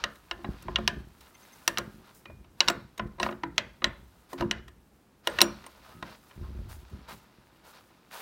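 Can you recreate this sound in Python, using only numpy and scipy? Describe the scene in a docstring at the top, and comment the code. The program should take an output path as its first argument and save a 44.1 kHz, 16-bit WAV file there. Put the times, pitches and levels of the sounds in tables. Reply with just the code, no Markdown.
"""The steel bolt of a wooden stable half-door, worked by hand close to a phone: it clacks, chatters and pings.
Each knock rings a bank of decaying steel modes with a crack and a rattle; the boards boom behind it as lower modes.
Shoves on the door feed grains into the boards for a judder and a deep thrum; the phone takes two soft bumps.
Filtered grit scrapes and rustles like steel, cloth and shoes; a short brick tail and a faint night hush
surround it all."""
import sys
import numpy as np
from scipy import signal
from scipy.fft import rfft, irfft
from scipy.io import wavfile
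from scipy.ndimage import uniform_filter1d

SR = 44100
rng = np.random.default_rng(int(sys.argv[2]) if len(sys.argv) > 2 else 0)


def digitize_waveform(pressure):
    """Quantize a signal to 16-bit integers and store it at the path in sys.argv[1].

    Rows of a 2-D input are taken as channels; values are limited to [-1, 1].
    """
    field = np.atleast_2d(pressure).T
    bounded = np.clip(field, -1, 1)
    quanta = np.round(bounded * 32767).astype(np.int16)
    wavfile.write(sys.argv[1], SR, quanta)


N = 362254  # length in samples


def undb(db):
    """Gain of a dB value."""
    return 10 ** (np.asarray(db) / 20)


def fade(t, t60):
    """Amplitude that falls 60 dB in t60 seconds."""
    return np.exp(-np.log(1000) * t / t60)


def band(x, lo_hz, hi_hz):
    """Band-pass."""
    return signal.sosfilt(signal.butter(3, [lo_hz, hi_hz], "band", fs=SR, output="sos"), x)


def level(x, db):
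    """Scale to an rms level."""
    return x * undb(db) / np.sqrt(np.mean(x ** 2))


def curves(table):
    """Columns of a table, after its times, as per-sample curves."""
    s, *columns = np.transpose(table)
    return [np.interp(np.arange(N) / SR, s, c) for c in columns]


def add(out, s, x):
    """Mix a sound in at time s."""
    i = int(s * SR)
    out[i:i + len(x)] += x[:N - i]


def walk(rate):
    """Random levels, slewed from one to the next at rate per second; spread near 1."""
    k = int(SR / rate)
    steps = np.repeat(rng.standard_normal(N // k + 1), k)
    return 1.2 * uniform_filter1d(steps, k)[:N]


def grit(rate, spread_db):
    """Tiny clicks of very uneven size, rate per second on average."""
    clicks = rng.random(N) < rate / SR
    return clicks * rng.standard_normal(N) * undb(spread_db * rng.exponential(size=N))


def ring(modes, push):
    """A force signal rings a table of modes."""
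    t = np.arange(SR) / SR
    response = sum(undb(db) * fade(t, t60) * np.sin(2 * np.pi * hz * t) for hz, db, t60 in modes)
    return signal.fftconvolve(push, response)[:N]


# spectrum of the night air: [f/Hz, relative level/dB per Hz]
HUSH_SPECTRUM = [(15, -32), (25, -10), (223, 6), (607, -5.5), (796, -5), (1940, -14), (6050, -23),
                 (10400, -27.5), (14800, -28), (16000, -31.5)]
HUSH_DB = -64  # overall rms


def hush():
    """Faint steady air and microphone noise: white noise shaped by a spectrum."""
    hz, db = np.transpose(HUSH_SPECTRUM)
    f = np.arange(1, N // 2 + 2) * SR / N
    shape = undb(np.interp(np.log(f), np.log(hz), db))
    return level(irfft(rfft(rng.standard_normal(N)) * shape, N), HUSH_DB)


# bed of rubbing between knocks: [t/s, scrape level/dB, rustle level/dB]
RUB_BED = [(0.0, -48, -76), (0.16, -66, -68), (0.8, -55, -71.5), (1.05, -68, -70.5), (1.69, -59, -62),
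           (2.45, -73.5, -77), (3.41, -69.5, -76.5), (4.25, -68.5, -70.5), (4.5, -64, -84.5),
           (4.71, -82.5, -76.5), (5.28, -74.5, -76.5), (5.44, -55.5, -67), (6.17, -65, -67.5),
           (7.13, -60, -76), (7.39, -66.5, -74.5), (8.21, -66, -75.5)]
# short drags and swishes on top: [t/s, length/s, scrape level/dB, rustle level/dB]
SWISHES = [(0.484, 0.23, -69, -96), (1.201, 0.12, -65.5, -73), (1.38, 0.3, -69, -79),
           (2.021, 0.15, -64, -80), (2.145, 0.026, -72, -61), (2.565, 0.26, -62.5, -67.5),
           (3.196, 0.11, -42.5, -56.5), (4.29, 0.068, -58.5, -63), (4.375, 0.059, -46.5, -66),
           (4.534, 0.088, -58.5, -88), (5.233, 0.29, -48, -62.5), (5.821, 0.17, -61.5, -74.5),
           (6.034, 0.19, -55, -75), (6.284, 0.031, -72.5, -74), (6.405, 0.15, -68.5, -92),
           (6.683, 0.077, -57.5, -57.5), (6.893, 0.018, -74, -79), (7.077, 0.086, -49.5, -56),
           (7.633, 0.12, -60, -64), (7.722, 0.11, -56, -75), (8.103, 0.18, -47, -51.5)]


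def rubbing():
    """Steel scrapes in its guides as grit rings the bolt; cloth and shoes rustle in fine grains."""
    scrape_gain, rustle_gain = (undb(c) for c in curves(RUB_BED))
    t = np.arange(SR // 2) / SR
    for s, length, scrape_db, rustle_db in SWISHES:
        # quick rise, a plateau, then a tail that lingers longer in the rustle
        rise = np.clip(t / (0.18 * length), 0, 1)
        late = np.clip(t - .6 * length, 0, None)
        add(scrape_gain, s, undb(scrape_db) * rise * fade(late, 0.091))
        add(rustle_gain, s, undb(rustle_db) * rise * fade(late, 0.28))
    low, high, fine = grit(6000, 1.7), grit(9000, 1.7), grit(14000, 1.8)
    dull = level(band(low, 350, 1600), -5) + level(ring(BOLT_MODES[:5], low), -10)
    dull *= undb(1.5 * walk(30))
    keen = level(band(high, 1400, 5000), -5.5) + level(ring(BOLT_MODES[5:10], high), -20.5)
    keen *= undb(0.48 * walk(30))
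    rustle = level(band(fine, 4900, .45 * SR), 0) * undb(1.3 * walk(40))
    ticks = level(band(grit(150, 0.74), 700, 2600), -8.5)  # sparser grains that catch
    return (dull + keen + ticks) * scrape_gain + rustle * rustle_gain


# the hand pushes or shakes the door: [t/s, hold/s, deep thrum level/dB, boards level/dB]
SHOVES = [(0.001, 0.023, -51, -49.5), (.29, .06, -49.5, -58), (.42, 0.033, -46, -44.5),
          (0.619, 0.14, -39.5, -42.5), (0.818, .08, -52, -42), (0.937, 0.015, -55, -53),
          (1.66, .3, -62.5, -52), (2.266, 0.025, -43, -48), (2.627, 0.1, -58, -44),
          (2.973, 0.036, -42.5, -40.5), (3.203, 0.032, -50, -42.5), (3.433, .15, -51, -50.5),
          (3.795, 0.048, -42.5, -44), (4.369, .04, -56, -32.5), (4.5, .12, -48, -68),
          (5.28, 0.22, -50.5, -52), (5.916, 0.062, -57, -51), (6.342, 0.18, -38, -44),
          (6.558, 0.039, -36, -47.5), (6.723, .05, -53, -63), (6.888, .02, -53.5, -48.5),
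          (7.065, 0.021, -71, -49.5)]
PUSH_S, REST_DB = .04, -70.5  # rise of a push, door at rest
DEEP_T60_S, JUDDER_T60_S = 0.68, .45  # how thrum and boards settle


def pushes():
    """Gains of thrum and boards: each push rises, holds and settles."""
    t, gains = np.arange(SR) / SR, np.full((2, N), undb(REST_DB))
    for s, hold, deep_db, boards_db in SHOVES:
        rise = np.clip(t / PUSH_S, 0, 1) ** 2
        late = np.clip(t - PUSH_S - hold, 0, None)
        add(gains[0], s, undb(deep_db) * rise * fade(late, DEEP_T60_S))
        add(gains[1], s, undb(boards_db) * rise * fade(late, JUDDER_T60_S))
    return gains


def judder():
    """Grains of force shake the boards under the hand; the lowest mode and low noise make the thrum."""
    deep_gain, boards_gain = pushes()
    shake = band(grit(380, 3.4), 40, 480)
    # a hand on the door damps the boards
    held = [(hz, db, 0.23 * t60) for hz, db, t60 in BOARD_MODES]
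    boards = level(ring(held[1:], shake), 0) * undb(0.58 * walk(21))
    rumble = level(band(rng.standard_normal(N), 45, 100), -6.5)
    thrum = rumble + level(ring(held[:1], shake), -4.8)
    return boards * boards_gain + thrum * deep_gain


# bolt knocks: [t/s, steel level/dB, steel top edge level/dB, boom of the boards level/dB]
KNOCKS = [(0.0387, -7.5, -40.5, -47.5), (0.1536, -39, -47, -66), (0.3114, -13.5, -54.5, -48.5),
          (0.3885, -49, -65, -48), (0.4442, -26.5, -75, -43), (0.622, -35.5, -40.5, -63),
          (0.6821, -30.5, -83, -41), (0.7585, -4.5, -52, -52.5), (0.7834, -32, -50, -35.5),
          (0.8766, -4, -31, -45.5), (1.2065, -35.5, -45, -91), (1.3503, -32.5, -90, -96),
          (1.6775, -7.5, -20.5, -42.5), (1.7732, -11.5, -51, -52), (1.7833, -14, -29.5, -41),
          (2.2545, -31, -63, -57.5), (2.2971, -39.5, -77, -51.5), (2.4418, -40.5, -73, -70),
          (2.605, 1, -32, -44.5), (2.6774, -12.5, -47, -50), (2.6835, -2.5, -29.5, -37.5),
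          (2.699, -16.5, -32.5, -35), (2.9772, -28.5, -43, -56.5), (2.9946, -15.5, -73.5, -38),
          (3.068, -44.5, -54.5, -70), (3.183, -38, -67.5, -49), (3.1992, -15, -52, -38),
          (3.2296, -8, -45.5, -36), (3.262, -21, -83, -39), (3.2877, -24, -88, -39),
          (3.309, -32, -56.5, -45), (3.323, -33, -67, -46), (3.434, -20, -62, -37),
          (3.5575, -41.5, -54.5, -80), (3.5754, -34, -68.5, -58.5), (3.5803, 2, -38.5, -55.5),
          (3.8194, -26.5, -75, -44), (3.8428, -2, -39.5, -44.5), (4.3295, -30.5, -42, -40),
          (4.408, -21.5, -45, -35), (4.4222, -27.5, -71, -29), (4.5112, -7, -40.5, -56),
          (4.6794, -33, -50.5, -63.5), (5.2724, -10, -28.5, -40.5), (5.367, -33.5, -66.5, -67),
          (5.3869, -11.5, -39, -41.5), (5.4058, -8, -32.5, -38.5), (5.4154, 4, -11.5, -27),
          (5.6396, -31.5, -60, -60), (5.6634, -33.5, -42, -59.5), (6.0251, -24.5, -53.5, -47),
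          (6.3094, -34.5, -73, -68.5), (7.557, -40, -76.5, -88), (7.903, -46.5, -81, -66)]
# the bolt held in its guides: [f/Hz, relative level/dB, t60/s]
BOLT_MODES = [(675.7, -5, 0.038), (958, -3.5, 0.05), (1034, -2.5, 0.064), (1245.4, 3, 0.023),
              (1410, -2, 0.026), (1876, -3, 0.033), (2133, -5.5, .02), (2837, -2, 0.026),
              (3867, 0.5, 0.024), (4540, -14.5, 0.0083), (5580, 5, 0.011), (5870, -6.5, 0.019),
              (6200, -2, 0.012), (7590, -11, 0.045), (8450, -10, 0.043), (9790, -1, .03),
              (12030, 7.5, 0.014), (14000, -6, 0.014), (14400, -3.5, 0.0092)]
# centres of clank, steel, bright band and top edge: [f/Hz]
COLOUR_HZ = [1100, 3000, 5600, 11000]
# low clank, grows with steel and boards: [level/dB, slope on steel/dB per dB, slope on boards/dB per dB]
CLANK = (12.76, .38, 0.53)
# bright band, grows with steel and top edge: [level/dB, slope on steel/dB per dB, slope on top edge/dB per dB]
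BRIGHT = (5.1, .75, 0.43)
CLANK_TOP_DB, BRIGHT_TOP_DB = -12, -6  # neither gets louder than this
CHATTER_S, CHATTER_DB_PER_DB = 0.0021, 0.14  # decay at a 0 dB blow; weaker blows chatter longer


def bolt():
    """Each knock rings the bolt through a short chatter of rebounds, with a dry crack and a duller after-rattle."""
    out, cracks, t = np.zeros(N), np.zeros(N), np.arange(6000) / SR
    hz, mode_db, t60 = np.transpose(BOLT_MODES)[:, :, None]
    f = np.arange(1, len(t) // 2 + 2) * SR / len(t)
    for s, steel_db, top_db, boards_db in KNOCKS:
        clank_db = min(np.dot(CLANK, [1, steel_db, boards_db]), CLANK_TOP_DB)
        bright_db = min(np.dot(BRIGHT, [1, steel_db, top_db]), BRIGHT_TOP_DB)
        colour = np.array([clank_db, steel_db, bright_db, top_db])
        # every blow lands elsewhere, so the balance of modes changes; weak ones hardly ring
        luck = rng.standard_normal((2, len(BOLT_MODES), 1))
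        mode_colour = np.interp(np.log(hz), np.log(COLOUR_HZ), colour)
        gain = undb(mode_db + mode_colour + 2.4 * luck[0] - 11 + 0.11 * steel_db)
        swell = np.clip(t * hz / 1.7, 0, 1)  # a mode needs a cycle or so to build up
        waves = np.sin(2 * np.pi * hz * np.exp(0.018 * luck[1]) * t)
        tone = np.sum(gain * swell * fade(t, t60) * waves, axis=0)

        chatter = CHATTER_S * undb(-CHATTER_DB_PER_DB * steel_db)
        die = np.exp(-t / np.clip(chatter, .0005, .05))
        hits = rng.random(len(t)) < 2200 / SR
        rebounds = .7 * die * hits * rng.uniform(-1.1, 1, len(t))
        rebounds[0] = 1  # the blow itself
        ringing = signal.fftconvolve(tone, rebounds)[:len(t)]

        shape = undb(np.interp(np.log(f), np.log(COLOUR_HZ), colour)) / (1 + (600 / f) ** 3)
        hiss = rfft(rng.standard_normal((2, len(t)))) * shape
        crack = irfft(hiss[0], len(t)) * die
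        rattle_fade = np.clip(t / 0.0038, 0, 1) * (fade(t, 0.073) + 0.065 * fade(t, 0.29))
        rattle = irfft(hiss[1] / (1 + f / 2500), len(t)) * rattle_fade
        soft = np.clip(t / (.0003 * undb(-.7 * steel_db)), 0, 1)  # weak blows press longer
        add(out, s, soft * (ringing + undb(1.5) * crack) + undb(-11.5) * rattle)
        add(cracks, s, soft * crack)
    return out, cracks


# door boards, free to ring: [f/Hz, relative level/dB, t60/s]
BOARD_MODES = [(64.8, -10, 0.99), (135, -2.5, 0.38), (175.5, -3.5, 0.33), (212.4, -1, 0.37),
               (273.5, -9, 0.3), (349.1, -1.5, 0.22), (381, -12.5, 0.022), (549, -3, 0.04),
               (653, -1, 0.023)]


def boom():
    """Each knock reaches the boards as a smeared blow and rings their modes."""
    out, t = np.zeros(N), np.arange(SR // 2) / SR
    hz, mode_db, t60 = np.transpose(BOARD_MODES)[:, :, None]
    for s, *_, boards_db in KNOCKS:
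        luck = rng.standard_normal((2, len(BOARD_MODES), 1))
        waves = np.sin(2 * np.pi * hz * np.exp(0.024 * luck[1]) * t)
        tone = np.sum(undb(mode_db + 2.8 * luck[0]) * fade(t, t60) * waves, axis=0)
        # the blow is smeared over some milliseconds
        blow = band(rng.standard_normal(1200) * np.exp(-t[:1200] / 0.0081), 250, 1000)
        thud = signal.fftconvolve(tone, blow)
        add(out, s, undb(boards_db) * thud / np.std(thud[:1300]))
    return out


# stable echo by band: [f/Hz, starting level/dB, t60/s]
TAIL = [(333, -40, 0.32), (1050, -46, 0.31), (2460, -62.5, 0.42), (5400, -68, 0.58), (11000, -56, .2)]


def stable(x):
    """Diffuse echo of the brick walls: bands of noise, each dying at its own rate."""
    t = np.arange(SR // 2) / SR
    tail = np.zeros(len(t))
    for hz, db, t60 in TAIL:
        noise = band(rng.standard_normal(len(t)), hz / 1.6, hz * 1.695)
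        tail += level(noise, db) * fade(t, t60)
    return signal.fftconvolve(x, tail * np.clip(t / 0.0083, 0, 1))[:N]


# faint squeaks of steel on steel: [t/s, length/s, f/Hz, level/dB, third partial level/dB]
SQUEAKS = [(1.34, 0.025, 2080, -56, -56), (1.421, 0.028, 2080, -60, -59), (1.524, 0.024, 2090, -57, -54.5),
           (5.767, 0.39, 1267, -61, -82), (6.414, 0.087, 1065, -58, -83)]


def squeaks():
    """Steel rubs on steel: a jittering tone and its third partial swell and fade."""
    out = np.zeros(N)
    for s, length, hz, db, third_db in SQUEAKS:
        n = int(length * SR)
        jitter = level(band(rng.standard_normal(n), 20, 200), 0)
        phase = 2 * np.pi * np.cumsum(hz * np.exp(.01 * jitter)) / SR
        add(out, s, np.hanning(n) * (undb(db) * np.sin(phase) + undb(third_db) * np.sin(3 * phase)))
    return out


# notes of loose steel parts: [f/Hz]
LOOSE_HZ = [1520, 2440, 5696, 6550, 7122, 7660, 8500, 8800, 10350, 15545]
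# how long each note rings: [t60/s]
LOOSE_T60_S = [.14, .36, .24, .04, .1, .09, .05, .03, .08, .13]
# when each note is left ringing, one list a note: [t/s, level/dB]
PINGS = [
    [(3.438, -44.5)],
    [(2.258, -51.5)],
    [(1.784, -60), (5.416, -34)],
    [(2.979, -45)],
    [(5.416, -32.5)],
    [(2.685, -32), (3.845, -43)],
    [(3.198, -42), (4.511, -48), (5.299, -44.5)],
    [(5.664, -41)],
    [(1.678, -46.5), (5.414, -29.5)],
    [(2.684, -50.5), (5.414, -43.5)],
]


def pings():
    """Single decaying steel notes that waver as loose parts touch."""
    out, t = np.zeros(N), np.arange(SR // 2) / SR
    for hz, t60, hits in zip(LOOSE_HZ, LOOSE_T60_S, PINGS):
        for s, db in hits:
            waver = 1 + level(band(rng.standard_normal(len(t)), 15, 60), -11)
            add(out, s, undb(db) * fade(t, t60) * waver * np.sin(2 * np.pi * hz * t))
    return out


# soft bumps on the phone: [t/s, settled f/Hz, level/dB]
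BUMPS = [(6.929, 63.2, -28.5), (6.982, 126, -50)]


def bumps():
    """The phone takes soft bumps: a short damped sine whose pitch drops as it lands."""
    out = np.zeros(N)
    for s, hz, db in BUMPS:
        t = np.arange(int(1.6 * SR / hz)) / SR
        wave = np.sin(2 * np.pi * hz * t - 3.7 * np.exp(-t * hz * 2.7))
        add(out, s, undb(db) * wave * np.exp(-t * hz * 0.69) * np.hanning(len(t)) ** 0.66)
    return out


def scene():
    """All sources in the stable; the walls give back mostly the dry crack of each blow."""
    steel, cracks = bolt()
    steel = steel + squeaks() + pings()
    echo = stable(cracks + undb(-8.5) * steel)
    door = boom() + judder() + bumps()
    return (steel + echo + door + rubbing() + hush())[None]


TOP_HZ = 15900


def record(dry):
    """The phone clips near full scale and cuts the top."""
    low_pass = signal.ellip(12, .2, 95, TOP_HZ, fs=SR, output="sos")
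    return signal.sosfilt(low_pass, np.clip(dry, -.8, .8))


dry = scene()
out = record(dry)
digitize_waveform(out)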